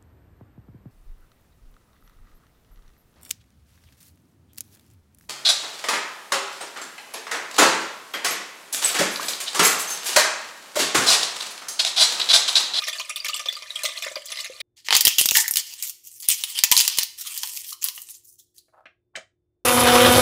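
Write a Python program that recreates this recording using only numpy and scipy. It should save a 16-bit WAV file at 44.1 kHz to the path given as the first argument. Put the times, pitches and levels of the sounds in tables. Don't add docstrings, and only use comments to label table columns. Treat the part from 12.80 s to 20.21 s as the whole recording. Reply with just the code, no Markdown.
import sys
import numpy as np
from scipy import signal
from scipy.fft import rfft, irfft, next_fast_len
from scipy.io import wavfile
from scipy.ndimage import uniform_filter1d

SR = 44100
rng = np.random.default_rng(int(sys.argv[2]) if len(sys.argv) > 2 else 0)


def transcribe(u):
    v = np.clip(np.atleast_2d(u).T, -1, 1)
    q = np.round(v * 32767).astype(np.int16)
    wavfile.write(sys.argv[1], SR, q)


N = 326781

# t/s, level/dB, tilt/(dB/octave)
LEAF_SNAPS = [(2.0855, -20.5, -9.5), (2.1067, -14, -10.5), (2.1264, -11.5, -10.5), (2.1512, -9.5, -5),
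              (2.1656, -5, 2.5), (2.2083, -8, 3.5), (2.2514, -5, 2), (2.27, -6.5, -0.5), (2.2775, -5.5, 2),
              (2.3843, -9.5, 1.5), (2.392, -13.5, -3), (2.4124, -12, 1.5), (2.4575, -9, 5),
              (2.4876, -12.5, -0.8), (2.51, -11, -1.5), (2.553, -14.5, -3.5), (2.5657, -11.5, 5),
              (2.5701, -8, 0.5), (2.5835, -15, 1), (2.6799, -15, 7.5), (2.71, -14.5, 16),
              (2.7377, -19.5, 4), (2.7575, -15.5, 2), (2.7701, -12, 3), (2.9375, -31.5, 3), (3.025, -20, 5),
              (3.0957, -26, 4), (3.2723, -37, 9), (3.402, -32.5, 7), (3.4865, -8.5, 5.5), (3.5009, -16, 3),
              (3.6374, -17, 0.4), (3.7889, -16.5, -1.7), (3.8367, -5, -1), (3.9149, -5.5, 1),
              (3.9227, -8.5, -1), (3.9662, -9.5, -1), (3.9754, -10.5, 2.5), (4.0021, -9.5, -0.7),
              (4.009, -11, 0.5), (4.0781, -11.5, -1), (4.099, -26, -4), (4.1735, -21, 0), (4.1859, -10, -1),
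              (4.2324, -17, 1.2), (4.5763, -22, 6.5), (4.633, -20.5, -2.5), (4.6734, -29, 2),
              (4.7727, -28.5, 2), (4.9288, -28.5, 2.5), (5.0415, -14, 8), (5.0855, -21, -2),
              (5.1772, -34.5, -6.5), (5.2182, -33, 10), (5.2885, -39, 0), (5.7815, -44.5, 6)]
# t/s, level/dB
SNAP_THUMPS = [(2.164, -35), (2.252, -36), (2.268, -35), (2.413, -14.5), (2.457, -14.5), (2.518, -14),
               (2.575, -31), (2.710, -21), (3.488, -22.5), (3.837, -36), (4.002, -23.5), (4.185, -16.5)]
# start/s, length/s, crunch level/dB, fine crackle level/dB
FIST_SQUEEZES = [(1.961, 0.025, -50.5, -54), (2.044, 0.025, -38.5, -50), (2.11, 0.069, -20.5, -34),
                 (2.24, 0.081, -25.5, -30), (2.38, 0.051, -27.5, -19.5), (2.513, 0.094, -34, -21),
                 (2.758, 0.034, -31.5, -31), (2.852, 0.19, -45.5, -42), (3.019, 0.07, -42.5, -30.5),
                 (3.232, 0.21, -63, -43.5), (3.422, 0.025, -41, -41), (3.478, 0.048, -27, -21),
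                 (3.56, 0.23, -42.5, -37.5), (3.745, 0.037, -30.5, -41), (3.91, 0.14, -27, -25.5),
                 (4.094, 0.13, -32, -38), (4.371, 0.24, -39, -34), (4.608, 0.046, -37, -28.5),
                 (4.683, 0.12, -46.5, -35.5), (4.832, 0.084, -49, -38.5), (5.012, 0.062, -37.5, -31.5),
                 (5.14, 0.081, -58, -39), (5.263, 0.089, -57.5, -39), (5.431, 0.095, -86, -49),
                 (5.579, 0.0093, -70, -43), (5.74, .05, -73.5, -56.5)]
# t/s, centre f/Hz, level/dB, decay/s
RASPS_AND_LANDINGS = [(2.384, 2930, -15, 0.018), (2.552, 1830, -14.5, 0.012), (2.583, 1880, -18, .012),
                      (2.641, 1900, -27, .008), (2.657, 1920, -27, .008), (2.68, 1860, -24, 0.0075),
                      (2.565, 913, -33, 0.038), (3.918, 960, -22, 0.014), (4.449, 1270, -48, 0.038),
                      (4.632, 960, -34, 0.01), (4.921, 1160, -45.5, 0.02), (5.038, 1050, -47.5, 0.045),
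                      (5.596, 3720, -57, 0.013), (5.781, 4400, -47, 0.013)]
# f/Hz, relative level/dB
LEAF_SPECTRUM = [(180, -50.5), (300, -37.5), (744, -28), (877, -16.5), (1620, -17.5), (1840, -6.5),
                 (2100, -7.5), (3180, 3.5), (3690, -1.5), (4720, 2), (8280, -2), (13100, -3), (15500, -3.5)]
# t/s, reference level/dB, tilt/(dB/octave)
STOCK_SPLATS = [(0.021, -25.5, 0.5), (0.0694, -24, -1.5), (0.0817, -24, 2), (.039, -27, 3),
                (0.129, -28, 0.5), (0.197, -22.5, -0.5), (0.2942, -22.5, 2), (0.3598, -23.5, 4),
                (0.446, -21, 1.5), (0.4828, -19, 5.5), (0.5424, -20.5, 3.5), (0.5625, -25, 3),
                (0.5945, -24.5, -1), (0.657, -22.5, -2.5), (0.6846, -30, -2), (0.726, -27.5, 2),
                (0.766, -30.5, -1), (0.822, -31.5, -3.5), (0.956, -28.5, 3), (1.0341, -18.5, 3),
                (1.0506, -15.5, 3.5), (1.0868, -27.5, -3), (1.2225, -22, 1), (1.265, -31, -10.5),
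                (1.356, -28, -3.5), (1.4568, -27, 9.5), (1.519, -24, 0), (1.605, -26.5, 8),
                (1.6443, -26.5, 0.5), (1.802, -23.5, 1)]
# t/s, starting f/Hz, level/dB
AIR_BUBBLES = [(0.019, 1197, -24.5), (.129, 3400, -17.5), (.188, 4430, -16.5), (0.359, 3530, -14.5),
               (.447, 2230, -13.5), (0.402, 4680, -15), (0.494, 1210, -21), (0.533, 2820, -13.5),
               (0.686, 3425, -6.5), (0.753, 4600, -18.5), (0.905, 3810, -14.5), (0.959, 3240, -10),
               (1.042, 595, -21), (1.264, 567, -22.5), (1.314, 583, -27.5), (1.357, 4760, -14),
               (1.366, 575, -20.5), (1.587, 2040, -20.5), (1.698, 498, -26.5)]
# t/s, level/dB
STEADY_STREAM = [(0, -38), (.42, -49.5), (.72, -44.5), (.9, -42.5), (1.1, -43), (1.32, -38), (1.43, -49),
                 (1.56, -37.5), (1.75, -46.5)]
# f/Hz, relative level/dB
POUR_SPECTRUM = [(200, -37.5), (440, -20), (620, -1.5), (850, -23), (1150, 0), (1600, -18), (2000, -9),
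                 (3400, -9), (4600, -8), (9400, -11), (15500, -21.5)]
# f/Hz, width/Hz, relative level/dB
CROCK_MODES = [(580, 76, -4), (913, 23, -5), (1180, 21, 3), (1900, 59, 6.5), (2400, 69, -11),
               (3370, 63, -17), (4373, 70, -5.5)]
# t/s, shaft f/Hz, hum level/dB, churn level/dB, gear hiss level/dB
BLENDER_COURSE = [(6.85, 245.5, -20, -21.5, -23), (7.04, 244.7, -18, -20.5, -25),
                  (7.16, 243, -14, -16.5, -26.5), (7.23, 245.6, -15.5, -19, -23.5),
                  (7.41, 247.6, -15, -16.5, -25)]
# multiple of shaft f, relative level/dB
MOTOR_HARMONICS = [(1, -3.5), (2, -0.5), (3, -3.5), (4, -9.5), (5, -9), (6, -12), (7, -15.5), (8, -15.5),
                   (9, -15), (10, -14), (11, -31), (12, -16), (13, -16), (14, -23), (15, -20)]
# multiple of shaft f, relative level/dB
DRIVE_WHINE = [(.47, -14.5), (1.41, -14), (2.145, -3.5), (12.59, -13.5), (14.63, -12)]
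# f/Hz, relative level/dB
CHURN_SPECTRUM = [(50, -17), (85, 2), (115, -2.5), (160, -4.5), (195, -23), (320, -4), (530, -1), (650, -4),
                  (1250, 2), (1800, -5.5), (3500, -5), (5500, -10.5), (8000, -19.5), (15000, -24)]
# f/Hz, relative level/dB
GEAR_SPECTRUM = [(3500, -41), (6000, -8.5), (9000, -6.5), (10100, 5), (11100, -9.5), (12000, -3.5),
                 (13500, -6), (15500, -18)]
# t/s, level/dB, tilt/(dB/octave)
DIAL_CLICKS = [(5.882, -66.5, -20), (6.056, -43.5, -3.5), (6.066, -50.5, -4.5), (6.354, -30.5, 0),
               (6.360, -33, 12.5), (6.372, -36.5, -17)]
# start/s, length/s, level/dB
DIAL_TURNS = [(5.925, .065, -54.5), (6.335, .02, -56)]
# f/Hz, relative level/dB
CLICK_SPECTRUM = [(90, -25), (170, -19), (450, -14), (690, -3.5), (900, -20.5), (1670, 3), (2600, -1),
                  (5000, -17), (8100, -25), (13000, -62)]
# f/Hz, relative level/dB
RUB_SPECTRUM = [(300, -36), (600, 0), (1350, -5), (2100, -27), (5000, -44)]
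# f/Hz, level/dB
APPLIANCE_HUM = [(113, -86), (307, -89.5), (355, -81.5), (3564, -105.5)]
# f/Hz, relative level/dB
ROOM_SPECTRUM = [(20, -20.5), (60, -2), (100, 1.5), (190, -14.5), (360, -8.5), (480, -15.5), (900, -32),
                 (3500, -47), (15500, -51)]

SQUEEZE_RISE_S, SQUEEZE_FALL_S = 0.016, 0.022
POUR_END_S = 1.817
SLAP_DB, CLUSTER_MAX_DB, SPRAY_DB = -7, 7, -17
CLUSTER_RANGE_DB, CLUSTER_S = 15.5, 0.021
SPRAY_RISE_S, SPRAY_FALL_S = 0.014, 0.017
BLEND_START_S = 6.849
BUZZ_DB = -13.5
TURN_RISE_S, TURN_FALL_S = 0.02, 0.026
ROOM_DB = -77
TOP_HZ = 15550
TIME_S = np.arange(N) / SR
FREQ_HZ = np.maximum(np.fft.rfftfreq(4096, 1 / SR), 1)


def leaves():
    press_rows = [(s, length_s, db) for s, length_s, db, _ in FIST_SQUEEZES]
    crumble_rows = [(s, length_s, db) for s, length_s, _, db in FIST_SQUEEZES]
    press = strokes(press_rows, SQUEEZE_RISE_S, SQUEEZE_FALL_S)
    crumble = strokes(crumble_rows, SQUEEZE_RISE_S, SQUEEZE_FALL_S)

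    flakes = grains(rate_hz=4500, spread_db=2.2) * undb(2.5 * walk(90))
    flakes = crinkle(colour(flakes, LEAF_SPECTRUM), depth_db=3.5, rate_hz=45)
    crunch_band = signal.butter(3, 5200, fs=SR, output="sos")
    crackle_band = signal.butter(5, 6200, "high", fs=SR, output="sos")
    crunch = unit(signal.sosfilt(crunch_band, flakes))
    crackle = unit(signal.sosfilt(crackle_band, flakes))
    grind = press * crunch + crumble * crackle

    snaps = hits(LEAF_SNAPS, LEAF_SPECTRUM, crack_s=0.0012, after_db=-9.5, after_s=0.009, patchy_db=3)
    rasps, t = np.zeros(N), TIME_S[:SR // 4]
    for s, hz, db, decay_s in RASPS_AND_LANDINGS:
        band = signal.butter(2, [0.91 * hz, 1.1 * hz], "band", fs=SR, output="sos")
        noise = unit(signal.sosfilt(band, rng.standard_normal(len(t))))
        add(rasps, s, undb(db) * noise * np.exp(-t / decay_s))
    in_pot = crock(snaps + grind, echo_s=0.0059, echo_db=-11.5, ring_db=-16.5)
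    return kitchen(in_pot + rasps, wet_db=-14.0, t60_s=0.45)


def thumps(pulse_s=0.000059):
    out, t = np.zeros(N), TIME_S[:SR // 50]
    for s, db in SNAP_THUMPS:
        add(out, s, -undb(db) * t / pulse_s * np.exp(1 - t / pulse_s))
    return signal.sosfilt(signal.butter(1, 70, "high", fs=SR, output="sos"), out)


def pour():
    spray_rows = [(s, SPRAY_RISE_S, db + SPRAY_DB) for s, db, _ in STOCK_SPLATS]
    spray = strokes(spray_rows, SPRAY_RISE_S, SPRAY_FALL_S)
    flow = np.hypot(undb(curves(STEADY_STREAM)[0]), spray)

    rings, fizz = np.zeros(N), np.zeros(N)
    for s, hz, db in AIR_BUBBLES:
        add(rings, s, undb(db) * bubble(hz, 30 * (hz / 2000) ** 0.51, glide=0.084))
    for s, db, tilt_db in STOCK_SPLATS:
        for when, pitch, size in rng.random((10, 3)):
            hz = 1900 * 3.6 ** pitch * 2 ** (tilt_db / 16)
            level_db = db + CLUSTER_MAX_DB - CLUSTER_RANGE_DB * size
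            add(rings, s + CLUSTER_S * when ** 2, undb(level_db) * bubble(hz, cycles=18, glide=0.15))
    for when, pitch, size in rng.random((1500, 3)):
        level_db = 20 * size ** 3 - 16 * abs(pitch - 0.45)
        ring = bubble(1700 * 6.5 ** pitch, cycles=21, glide=0.08)
        add(fizz, when * POUR_END_S, undb(level_db) * ring)
    fizz /= np.std(fizz[TIME_S < POUR_END_S])

    drops = colour(grains(rate_hz=1800, spread_db=1.5), POUR_SPECTRUM)
    patter = (0.45 * drops + 0.8 * fizz) * undb(3 * walk(70))
    slaps = hits(STOCK_SPLATS, POUR_SPECTRUM, crack_s=0.0049, after_db=-3, after_s=0.012, patchy_db=8.5)
    in_pot = crock(undb(SLAP_DB) * slaps + rings + flow * patter, echo_s=0.0028, echo_db=-5.0, ring_db=-20)
    end_fade = np.clip((POUR_END_S - TIME_S) / 0.002, 0, 1)
    return kitchen(in_pot, wet_db=-12, t60_s=0.28) * end_fade


def bubble(hz, cycles, glide):
    age = np.arange(int(cycles * SR / hz)) * hz / SR / cycles
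    tone = np.sin(2 * np.pi * cycles * (age + glide * age ** 2 / 2))
    return tone * np.exp(-np.log(100) * age) * (1 - np.exp(-age / 0.071))


def blender():
    hz, hum_db, churn_db, gear_db = curves(BLENDER_COURSE)
    turn_rad = 2 * np.pi * np.cumsum(hz * (1 + 0.002 * walk(70))) / SR
    hum = sum(undb(db + 2.2 * walk(70)) * np.sin(k * turn_rad + rng.uniform(0, 2 * np.pi))
              for k, db in MOTOR_HARMONICS)
    whine = sum(undb(db + 2.5 * walk(40)) * np.sin(k * turn_rad + 0.7 * walk(50))
                for k, db in DRIVE_WHINE)
    motor = unit(hum + whine) + undb(BUZZ_DB) * buzz(turn_rad, fall_db=7.5)

    lumps = grains(rate_hz=5000, spread_db=2.5) * (1 + 0.4 * np.sin(turn_rad))
    churn = unit(crinkle(colour(lumps, CHURN_SPECTRUM), depth_db=2.2, rate_hz=25))
    churn = churn * undb(1.2 * walk(60))

    rattle = rng.standard_normal(N) * (1 + 0.17 * np.sin(turn_rad))
    rattle = rattle + 0.5 * np.interp(TIME_S - 1 / hz, TIME_S, rattle)
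    gear = unit(colour(rattle, GEAR_SPECTRUM)) * undb(2.1 * walk(90))

    sound = undb(hum_db) * motor + undb(churn_db) * churn + undb(gear_db) * gear
    return sound * np.clip((TIME_S - BLEND_START_S) / 0.0029, 0, 1)


def buzz(turn_rad, fall_db, count=56):
    k = np.arange(len(MOTOR_HARMONICS) + 1, count)
    angle_rad = np.linspace(0, 2 * np.pi, 2048)
    size = undb(-fall_db * np.log2(k)) * rng.rayleigh(size=len(k))
    pattern = np.sin(np.outer(angle_rad, k) + rng.uniform(0, 2 * np.pi, len(k))) @ size
    return unit(np.interp(turn_rad % (2 * np.pi), angle_rad, pattern))


def dial():
    rub = colour(grains(rate_hz=1500, spread_db=3), RUB_SPECTRUM)
    rub = rub * strokes(DIAL_TURNS, TURN_RISE_S, TURN_FALL_S)
    clicks = hits(DIAL_CLICKS, CLICK_SPECTRUM, crack_s=0.0052, after_db=-7.0, after_s=0.018, patchy_db=4.5)
    return kitchen(rub + clicks, wet_db=-9.5, t60_s=0.19)


def background():
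    hum = sum(undb(db + 1.1 * walk(3.3)) * np.sqrt(2) * np.sin(2 * np.pi * hz * TIME_S)
              for hz, db in APPLIANCE_HUM)
    return hum + undb(ROOM_DB) * colour(rng.standard_normal(N), ROOM_SPECTRUM)


def crock(x, echo_s, echo_db, ring_db):
    t = TIME_S[:SR // 10]
    ring = np.zeros(len(t))
    for hz, width_hz, db in CROCK_MODES:
        gain = undb(db + ring_db) * 2 * np.pi * width_hz / SR
        ring += gain * np.exp(-np.pi * width_hz * t) * np.cos(2 * np.pi * hz * t)
    echo = (t > echo_s) * np.exp(-abs(t - echo_s) / 0.0027) * rng.standard_normal(len(t))
    return x + signal.fftconvolve(x, ring)[:N] + undb(echo_db) * convolve(x, echo)


def kitchen(x, wet_db, t60_s):
    t = TIME_S[:SR // 2]
    noise = rng.standard_normal(len(t))
    low = signal.sosfilt(signal.butter(2, 8000, fs=SR, output="sos"), noise)
    fade = np.exp(-np.log(1000) * t / t60_s)
    tail = low * fade + 0.5 * rng.standard_normal(len(t)) * fade ** 0.93
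    return x + undb(wet_db) * convolve(x, tail * (1 - np.exp(-t / 0.0027)))


def hits(rows, points, crack_s, after_db, after_s, patchy_db):
    out, t = np.zeros(N), TIME_S[:SR // 10]
    decay = np.exp(-t / crack_s) + undb(min(after_db, 0)) * np.exp(-t / after_s)
    shape = decay * (1 - np.exp(-t / 0.00008))
    hz = np.geomspace(80, 16000, 36)
    points_hz, points_db = np.transpose(points)
    db = np.interp(np.log(hz), np.log(points_hz), points_db)
    for s, level_db, tilt_db in rows:
        own_db = db + patchy_db * np.minimum(hz / 2000, 1) * rng.standard_normal(len(hz))
        burst = colour(shape * rng.standard_normal(len(t)), np.c_[hz, own_db], tilt_db)
        add(out, s, undb(level_db) * burst / np.std(burst[:SR // 200]))
    return out


def strokes(rows, rise_s, fall_s):
    out = np.zeros(N)
    for s, length_s, db in rows:
        t = TIME_S[:int((length_s + 10 * fall_s) * SR)]
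        fall = np.exp(-np.maximum(t - length_s, 0) / fall_s)
        add(out, s, undb(db) * np.minimum(t / rise_s, 1) * fall)
    return out


def crinkle(x, depth_db, rate_hz, count=16):
    size = next_fast_len(N, True)
    log_hz = np.log1p(np.fft.rfftfreq(size, 1 / SR))
    place = np.interp(log_hz, np.log([800, 15000]), [0, count - 1])
    spectrum = rfft(x, size)
    out = np.zeros(N)
    for k in range(count):
        band = irfft(spectrum * np.maximum(1 - abs(place - k), 0), size)[:N]
        out += band * undb(depth_db * walk(rate_hz))
    return out


def grains(rate_hz, spread_db):
    size = undb(spread_db * np.minimum(rng.exponential(size=N), 4))
    return unit((rng.random(N) < rate_hz / SR) * size * rng.standard_normal(N))


def walk(rate_hz):
    k = int(SR / rate_hz)
    steps = np.repeat(rng.standard_normal(N // k + 1), k)
    return unit(uniform_filter1d(uniform_filter1d(steps, k), k)[:N])


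def colour(x, points, tilt_db=0):
    hz, db = np.transpose(points)
    db = np.interp(np.log(FREQ_HZ), np.log(hz), db) + tilt_db * np.log2(np.clip(FREQ_HZ, 1000, 12000))
    cepstrum = irfft(np.log(undb(db)))
    half = len(cepstrum) // 2
    folded = np.r_[cepstrum[0], 2 * cepstrum[1:half]]
    return convolve(x, irfft(np.exp(rfft(folded, 2 * half)))[:half])


def convolve(x, response):
    return signal.fftconvolve(x, response / np.linalg.norm(response))[:len(x)]


def curves(rows):
    s, *columns = np.transpose(rows)
    return [np.interp(TIME_S, s, c) for c in columns]


def add(out, s, x):
    i = max(int(s * SR), 0)
    out[i:i + len(x)] += x[:N - i]


def undb(db):
    return 10 ** (np.asarray(db) / 20)


def unit(x):
    return x / np.sqrt(np.mean(x ** 2))


def scene():
    return (leaves() + thumps() + pour() + blender() + dial() + background())[None]


def record(dry):
    low_pass = signal.ellip(10, 0.2, 75, TOP_HZ, fs=SR, output="sos")
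    return signal.sosfilt(low_pass, np.clip(dry, -0.98, 0.98))


dry = scene()
out = record(dry)
transcribe(out)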